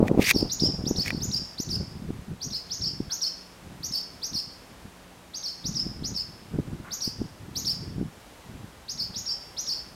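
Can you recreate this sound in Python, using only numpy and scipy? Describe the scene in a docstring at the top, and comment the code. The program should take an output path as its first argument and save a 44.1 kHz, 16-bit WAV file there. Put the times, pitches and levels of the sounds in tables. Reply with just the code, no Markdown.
"""A barnyard, in which a circling swallow scolds a cat with a two-note alarm: a rising whistle, then a quick
warble, each a gliding tone with weak overtones, side tones and rasp. Delayed copies form the echoes of the barn
and decaying noise the ring of the yard. Shaped noise and short pulses are the wind on a camera's microphone; noise
and damped modes are an early scuff and clicks on its case. Faint hoarse yelps, a murmur of noise and the sines
of a far engine lie beneath."""
import sys
import numpy as np
from scipy import signal
from scipy.fft import rfft, irfft, next_fast_len
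from scipy.io import wavfile
from scipy.ndimage import uniform_filter1d, map_coordinates

SR = 44100
rng = np.random.default_rng(int(sys.argv[2]) if len(sys.argv) > 2 else 0)


def wav_record(signal):
    """Record a signal, one row per channel, as 16-bit PCM in the file named by sys.argv[1]."""
    frames = np.transpose(np.atleast_2d(signal))
    bounded = np.clip(frames, -1, 1)
    # unit amplitude maps onto the largest positive 16-bit level
    quanta = np.round(bounded * 32767).astype(np.int16)
    wavfile.write(sys.argv[1], SR, quanta)


N = 438794  # length in samples

# Spectrum of the distant murmur. Each row: frequency in Hz, relative density in dB per Hz.
MURMUR_SPECTRUM = [(20, -16), (55, 4), (120, -4), (175, -8.5), (225, -4.5), (330, -5), (540, -5.5),
                   (940, -7), (1310, -10), (5150, -18.5), (12000, -25), (15700, -32)]
# Tones of a far engine. Each row: mean frequency in Hz, level in dB before its swell.
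ENGINE_TONES = [(178, -60), (269, -66), (334, -71)]
# The engine draws near and recedes. Each row: time in seconds, change of level in dB.
ENGINE_SWELL = [(0, -0.5), (3, 1), (5.3, 0), (7, -7), (9.95, -10)]
AIR_DB = -50.5  # mean level of the murmur

# Faint far-off yelps. Each row: start in seconds, relative level in dB, pitch at the start in Hz.
FAR_YELPS = [(3.09, -51, 1550), (6.842, -47, 1369)]
# Noisy part of the yelps. Each row: frequency in Hz, relative density in dB per Hz.
HOARSE_SPECTRUM = [(500, -17), (800, -8.5), (1400, -4.5), (1800, -9.5), (2600, -20), (4000, -39)]

# Gusts that reach the microphone. Each row: start in seconds, length in seconds, strength in dB.
GUST_TIMES = [(0, .035, -10), (0.107, .085, -11), (.345, .035, -23), (.42, .03, -24), (0.614, 0.08, -23.5),
              (0.739, 0.244, -30), (1.056, 0.1413, -30), (1.218, 0.207, -35.5), (1.668, 0.1713, -29.5),
              (1.884, 0.318, -35.5), (2.286, 0.053, -31), (2.455, 0.075, -35.5), (2.792, 0.285, -38),
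              (3.629, 0.276, -42), (4.32, .04, -41), (4.704, 0.016, -42), (4.847, 0.0206, -41.5),
              (5.646, .48, -34.5), (6.527, .26, -30.5), (7.192, 0.028, -24.5), (7.405, 0.412, -38),
              (7.808, 0.13, -32), (7.969, .08, -27), (8.469, .21, -39.5), (8.954, 0.294, -44)]
# The breeze between gusts. Each row: time in seconds, strength in dB.
BREEZE_COURSE = [(0, -33.5), (.6, -39.5), (1, -40), (1.5, -45), (2.9, -46.5), (3.3, -53), (4.4, -48),
                 (5.2, -54.5), (6.3, -43.5), (7.6, -45), (8.3, -51), (9.95, -47)]
# Buffeting in light wind. Each row: frequency in Hz, relative density in dB per Hz.
LIGHT_WIND_SPECTRUM = [(12, -35.5), (20, -12), (91, 0), (129, 1.5), (188, -0.5), (424, -16.5), (630, -40),
                       (1160, -38.5), (1500, -33), (1950, -46), (3300, -120)]
# Buffeting in strong wind. Each row: frequency in Hz, relative density in dB per Hz.
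STRONG_WIND_SPECTRUM = [(20, -32), (60, -17), (120, -5), (200, 1), (350, -1), (520, -6), (800, -11),
                        (1200, -25), (1600, -42), (3000, -62)]
# The strongest eddies pop on the microphone. Each row: centre in seconds, relative level in dB.
EDDIES = [(.005, -4), (.029, -3), (.115, -4), (.177, -5.5), (.195, -3.5), (.349, -17), (.363, -8),
          (.429, -8), (.624, -13.5), (.638, -10), (.689, -16), (.7, -14.5), (.841, -18), (.867, -16),
          (.912, -9), (.986, -17.5), (1.149, -17), (1.602, -17.5), (1.811, -19), (2.106, -16.5),
          (3.005, -14), (4.354, -25.5), (5.655, -23.5), (5.867, -20.5), (6.025, -22.5), (6.589, -12),
          (7.078, -19), (7.218, -14), (7.983, -20), (8.014, -15), (8.029, -17.5)]
EDDY_HZ, EDDY_DB_PER_OCTAVE = 318.8, 35  # pitch of a 0 dB eddy; weaker eddies are slower and lower
GUST_ATTACK_S, GUST_RELEASE_S = 0.0183, 0.0489  # time to rise or fall by 20 dB

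# Strokes that rub the case. Each row: peak in seconds, relative level in dB, seconds to swell by 20 dB,
# seconds to fade by 20 dB. Where both times are negative they trade places: the first fades, the second swells.
RUBS = [(0.085, -37, -0.0045, -0.0374), (.224, -28, 0.0231, 0.0579), (0.312, -15.3, .068, 0.0081),
        (1.078, -30.5, .042, .022)]
# Catches of the rub. Each row: start in seconds, peak of the ring in dB.
CATCHES = [(.082, -17.5), (0.3059, -20), (0.3123, -7.5), (1.061, -21), (1.1053, -12.5)]
# Spectrum of the rub. Each row: frequency in Hz, relative density in dB per Hz.
RUB_SPECTRUM = [(350, -52), (600, -30), (844, -25), (1340, -15), (1460, -20.5), (1600, -6), (1770, -5.5),
                (2320, 1), (2930, -9), (3850, -10.5), (11500, -21.5), (13000, -19), (15700, -25.5)]
# Modes of the camera case. Each row: frequency in Hz, relative level in dB, time to decay by 60 dB in seconds.
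CASE_MODES = [(1966, 4.5, 0.016), (2390, 4.5, 0.0174), (3450, -11, 0.01), (8900, -14, 0.008)]

# Reverberation of the yard. Each row: frequency in Hz, time to decay by 60 dB in seconds.
YARD_DECAY = [(3000, 0.662), (5000, 0.6104), (7000, 0.715), (12000, 0.085)]
# Reflections change as the bird flies about. Each row: time in seconds, farther wall in dB, near scatter in dB.
FLIGHT_REFLECTIONS = [(0.3, -29.5, -11.5), (1.3, -22, -11), (2.4, -10, -4.5), (4.3, -13, -6),
                      (9.6, -16, -4)]
# Course of the whistle. Each row: share of its length, pitch in Hz before the call's factor,
# relative level in dB, side tones in dB relative to the fundamental.
RISE_COURSE = [(0, 3201, -14, -29), (.17, 4403, -1, -29), (.34, 5217, 5.5, -29), (.5, 5997, 7, -48.5),
               (.68, 6705, 0, -46.5), (.8, 7046, -.5, -40.5), (.92, 6752, -1.5, -39.5), (1, 5650, 0, -27.5)]
# Course of the warble. 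Each row: share of its length, pitch in Hz at a dip depth of 1 before a fixed factor,
# relative level in dB, side tones in dB relative to the fundamental.
WARBLE_COURSE = [(0, 3120, -8, -40.5), (.07, 4668, -3, -30.5), (.15, 5670, 2.5, -31), (.23, 5691, 0.5, -36),
                 (.33, 5261, 6, -37), (.46, 4360, 2.5, -36), (.57, 4592, 5, -41.5), (.7, 5178, 4, -33.5),
                 (.81, 5506, 5, -24.5), (.92, 5105, 3.5, -24.5), (1, 4532, -0.5, -24)]
# Strength of overtones. Each row: overtone frequency in Hz, level in dB relative to the note before brightness.
OVERTONE_LEVELS = [(7000, -33), (8500, -26.5), (10000, -34.5), (11500, -29), (12500, -19), (13600, -14),
                   (15500, -28.5)]
# Noise in the voice. Each row: frequency in Hz, relative density in dB per Hz.
RASP_SPECTRUM = [(2000, -19), (5000, 13), (7300, -16), (8400, 4), (9600, -15.5), (11500, -0.5),
                 (13500, -10), (15800, -19)]
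# Two-note alarms. Each row: start in seconds, gap to the warble in seconds, whistle pitch factor, depth of the
# warble's dip, level in dB, brightness in dB, barn echo delay in seconds, barn echo in dB.
ALARM_CALLS = [(0.233, 0.1009, 0.945, 1.01, -32.5, 4, 0.018, -2),
               (0.494, 0.1008, 1.0, 0.645, -29, -2, 0.0126, -7),
               (0.854, 0.1048, 0.9856, 0.965, -30.5, 2, .01, -25.5),
               (1.204, 0.1079, 1.0, 0.834, -31.5, 3, .033, -18),
               (1.574, 0.1146, 0.995, 1.02, -33, 4.5, 0.014, -23),
               (2.402, 0.1011, 0.938, 1.27, -35, 1.5, .018, -4.5),
               (2.696, 0.114, 0.958, 0.969, -32.5, -3, 0.0063, -11.5),
               (3.098, 0.1097, 0.9716, 1.105, -31, 2.5, 0.00807, -4.5),
               (3.824, 0.09, 0.988, 0.95, -33, 5, 0.0101, -5.5),
               (4.215, 0.1147, 0.9584, 1.085, -32, 5.5, .007, -21.5),
               (5.334, .094, 0.962, 1.14, -35, 1, .02, -11.5),
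               (5.638, 0.1062, 0.967, 0.913, -32.5, -2, 0.00776, -9),
               (6.03, .110, 0.9575, 1.05, -34.5, -0.5, 0.0099, -0.5),
               (6.905, 0.0988, .98, 1.05, -33, 5, 0.00623, -8.5),
               (7.55, 0.0963, 0.986, 0.974, -32, 6.5, .006, -2.5),
               (8.879, 0.0939, 0.978, 1.185, -34.5, 0.5, .022, -5),
               (9.14, 0.1138, 0.964, 0.77, -34, -2.5, .007, -10.5),
               (9.565, 0.0999, 0.962, 1.114, -31.5, 1, .007, -9.5)]
RISE_SHARE = .55  # the whistle lasts this share of the gap
WARBLE_S, WARBLE_DB = .078, 1.5  # warble at a dip depth of 1: length, and level over that of the call
CREST_HZ = 5750  # pivot of the dip: pitches here do not depend on its depth
DIP_DB, DIP_S = -4.5, -0.0123  # a deeper dip is weaker and quicker: change per unit of depth

TOP_HZ = 15830  # band limit of the camera


def amp(db):
    """Decibel law: a level as an amplitude ratio."""
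    return 10 ** (np.asarray(db) / 20)


def unit(x):
    """Normalisation to a root mean square of 1."""
    return x / np.sqrt(np.mean(x ** 2) + 1e-20)


def along(points, hz):
    """Interpolation of (Hz, value) points on a logarithmic frequency axis."""
    f, v = np.transpose(points)
    return np.interp(np.log(hz + 1), np.log(f + 1), v)


def curve(rows):
    """Linear interpolation of (seconds, value) rows at every sample."""
    return np.interp(np.arange(N) / SR, *np.transpose(rows))


def wobble(rate, size=N):
    """Slow random modulation: a spline through rate random knots a second."""
    knots = rng.standard_normal(int(size * rate / SR) + 4)
    return map_coordinates(knots, [np.arange(size) * rate / SR])


def filtered(x, response):
    """Linear filtering: the spectrum of x times a response of frequency."""
    m = next_fast_len(len(x) + SR // 4)
    return irfft(rfft(x, m) * response(np.fft.rfftfreq(m, 1 / SR)), m)[:len(x)]


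def coloured(x, spectrum):
    """Spectral shaping: x filtered to a spectrum, at rms 1."""
    return unit(filtered(x, lambda hz: amp(along(spectrum, hz))))


def add(track, s, sound):
    """Superposition: a sound summed into the track at s seconds."""
    start = round(s * SR)
    sound, start = sound[max(-start, 0):], max(start, 0)
    track[start:start + len(sound)] += sound[:N - start]


def swell(s, hold, db, attack, release):
    """Exponential envelope: it reaches db at s, holds and falls; attack and release are seconds per 20 dB."""
    t = np.arange(N) / SR - s
    return amp(db - 20 * np.clip(np.maximum(-t / attack, (t - hold) / release), 0, 10))


def yard_tail(ripple_db=2.5):
    """Diffuse reverberation of energy 1: each frequency decays exponentially at its own rate."""
    hz, t, z = signal.stft(rng.standard_normal(SR * 3 // 4), SR, nperseg=256)
    decay = amp(-60 * t / along(YARD_DECAY, hz)[:, None])
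    onset = 1 - np.exp(-t / 0.00364)
    tail = signal.istft(z * decay * onset, SR, nperseg=256)[1]
    tail = tail * amp(ripple_db * wobble(250, len(tail)))  # reflections arrive in bunches
    return tail / np.linalg.norm(tail)


def countryside(drift_db=0.6):
    """Sum of many far sources: a steady shaped noise, with the slightly wavering sines of a far engine."""
    out = amp(AIR_DB + drift_db * wobble(5)) * coloured(rng.standard_normal(N), MURMUR_SPECTRUM)
    for hz, db in ENGINE_TONES:
        phase = 2 * np.pi * np.cumsum(hz + 2.5 * wobble(10)) / SR
        level = amp(db + curve(ENGINE_SWELL) + 1.5 * wobble(4))
        out += level * unit(np.sin(phase))
    return out


def far_calls(length=0.0534, glide=0.261, clear_life=0.0125, hoarse_db=-2, wet_db=-4):
    """Voice breaking into noise: a rising tone dies under hoarse noise, and reverberation blurs the yelp."""
    out, size = np.zeros(N), round(length * SR)
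    t = np.arange(size) / SR
    for s, db, start_hz in FAR_YELPS:
        phase = 2 * np.pi * np.cumsum(start_hz * (1 + glide * t / length)) / SR
        clear = 2 * np.sin(phase) * np.exp(-t / clear_life)
        hoarse = amp(hoarse_db) * coloured(rng.standard_normal(size), HOARSE_SPECTRUM)
        yelp = amp(db) * (clear + hoarse) * signal.windows.tukey(size, .3)
        add(out, s, yelp)
        add(out, s, amp(wet_db) * signal.fftconvolve(yelp, yard_tail()))
    return out


def airflow():
    """Addition of powers: the strength of gusts over a light breeze."""
    gusts = sum(swell(s, length, db, GUST_ATTACK_S, GUST_RELEASE_S) ** 2 for s, length, db in GUST_TIMES)
    return np.sqrt(amp(curve(BREEZE_COURSE)) ** 2 + gusts)


def wind(buffet_db=-3.0, lump_db=4.2, puff_db=-2.5, puff_width=0.43, knee_db=-49, brisk_db=-36,
         ceiling_db=-20, skirt_db=-9):
    """Turbulent pressure on a microphone port: lumpy noise, and the strongest eddies as single pushes and pulls."""
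    level = airflow()
    gusting = level ** 2 / (level ** 2 + amp(knee_db) ** 2)  # light air leaves the port quiet
    lumps = amp(lump_db * wobble(90))
    slow = coloured(rng.standard_normal(N) * lumps, LIGHT_WIND_SPECTRUM)
    fast = coloured(rng.standard_normal(N) * lumps, STRONG_WIND_SPECTRUM)
    brisk = 1 / (1 + amp(brisk_db - curve(BREEZE_COURSE)) ** 4)  # a stiffer breeze sheds smaller, higher eddies
    turbulence = np.sqrt(1 - brisk) * slow + np.sqrt(brisk) * fast
    rumble = level / np.hypot(1, level / amp(ceiling_db))  # in a hard gust the single eddies take over
    out = amp(buffet_db) * rumble * gusting * turbulence
    t = np.arange(-SR // 50, SR // 50) / SR
    for s, db in EDDIES:
        cycles = t * EDDY_HZ * 2 ** (db / EDDY_DB_PER_OCTAVE)
        swing = np.cos(2 * np.pi * (cycles + rng.random())) / np.cosh(cycles / puff_width) ** 2
        add(out, s + t[0], amp(db + puff_db) * (swing + amp(skirt_db) * swing ** 3))
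    return out


def handling(scuff_db=0, grit_db=3.0, crack_db=-10, release=0.0014):
    """Friction and modal ringing: rough noise as the case is rubbed, damped modes where the rub catches."""
    pressure = sum(swell(s, 0, db, attack, fade) for s, db, attack, fade in RUBS)
    grit = rng.standard_normal(N) * amp(grit_db * wobble(980))
    out = amp(scuff_db) * pressure * coloured(grit, RUB_SPECTRUM)
    t = np.arange(SR // 20) / SR
    highpass = signal.butter(2, 1500, "high", fs=SR, output="sos")  # a small case makes no bass
    for s, db in CATCHES:
        ring = sum(amp(level - 60 * t / t60) * np.sin(2 * np.pi * hz * t) for hz, level, t60 in CASE_MODES)
        snap = amp(crack_db - 60 * t / release) * rng.standard_normal(len(t))
        crack = signal.sosfilt(highpass, snap)
        add(out, s, amp(db) * (ring / np.abs(ring).max() + crack))
    return out


def paths(delay, wall_db, far_db, scatter_db, scatter_life=.022, tail_db=-9, far_delay=.055,
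          far_spread=.002, count=24):
    """Impulse response: direct sound, barn, farther wall, scatter from car, doors and ground, and the yard's ring."""
    h = amp(tail_db) * yard_tail()
    h[0] += 1
    h[round(abs(delay) * SR)] += amp(wall_db)
    for start, spread, db in ((.002, scatter_life, scatter_db), (far_delay, far_spread, far_db)):
        late = np.clip(start + rng.exponential(abs(spread), count), 0, .3)  # uneven surfaces answer in clusters
        h[(late * SR).astype(int)] += amp(db) * unit(rng.standard_normal(count)) / np.sqrt(count)
    return h


def note(shape, length, pitch, db, bright_db, rasp_db, jitter=0.01097, stray=0.01195, flutter_db=2.8,
         beat_hz=2200, third_db=-9, shimmer_db=3):
    """Modulation in a syrinx: its second side beats with a gliding whistle, giving side tones; overtones and rasp."""
    size = round(length * SR)
    u = np.linspace(0, 1, size)
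    knots, *cols = np.transpose(shape)
    hz, level_db, side_db = [uniform_filter1d(np.interp(u, knots, c), size // 12, mode="nearest") for c in cols]
    # no two notes bend alike
    hz = hz * pitch * (1 + jitter * wobble(580.1, size) + stray * wobble(69.73, size))
    phase = 2 * np.pi * np.cumsum(hz) / SR
    beat = 2 * np.pi * np.cumsum(beat_hz * (1 + 0.0437 * wobble(193.4, size))) / SR
    tone = np.sin(phase) * (1 + 2 * amp(side_db) * np.sin(beat))
    for k, order_db in ((2, 0.00098), (3, third_db)):
        overtone_db = bright_db + order_db + along(OVERTONE_LEVELS, k * hz) + shimmer_db * wobble(156.2, size)
        tone += amp(overtone_db) * np.sin(k * phase)
    tone += amp(bright_db + rasp_db) * coloured(rng.standard_normal(size), RASP_SPECTRUM)
    envelope = amp(level_db + flutter_db * wobble(200.45, size)) * signal.windows.tukey(size, .06)
    return amp(db) * unit(tone * envelope)


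def swallow(rise_db=-2):
    """Convolution with a room: whistle and warble of a call share one impulse response, new for every call."""
    out = np.zeros(N)
    times, *reflections = np.transpose(FLIGHT_REFLECTIONS)
    for s, gap, pitch, dip, db, bright_db, delay, wall_db in ALARM_CALLS:
        h = paths(delay, wall_db, *[np.interp(s, times, r) for r in reflections])
        rise = note(RISE_COURSE, RISE_SHARE * gap, pitch, db + rise_db, bright_db, rasp_db=-27.5)
        # after its opening sweep the warble swings down from the crest by the call's own depth
        swings = [(u, CREST_HZ * (hz / CREST_HZ) ** dip, *levels) for u, hz, *levels in WARBLE_COURSE[2:]]
        course = list(WARBLE_COURSE[:2]) + swings
        warble_s = WARBLE_S + DIP_S * (dip - 1)
        warble_db = db + WARBLE_DB + DIP_DB * (dip - 1)
        warble = note(course, warble_s, 0.9946, warble_db, bright_db, rasp_db=-25)
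        add(out, s, signal.fftconvolve(rise, h))
        add(out, s + gap, signal.fftconvolve(warble, h))
    return out


def scene():
    """Superposition of all sources at one microphone."""
    return (countryside() + far_calls() + wind() + handling() + swallow())[None]


def record(dry):
    """Band limitation: the camera keeps nothing at or above TOP_HZ."""
    return filtered(dry[0], lambda hz: hz < TOP_HZ)[None]


dry = scene()
out = record(dry)
wav_record(out)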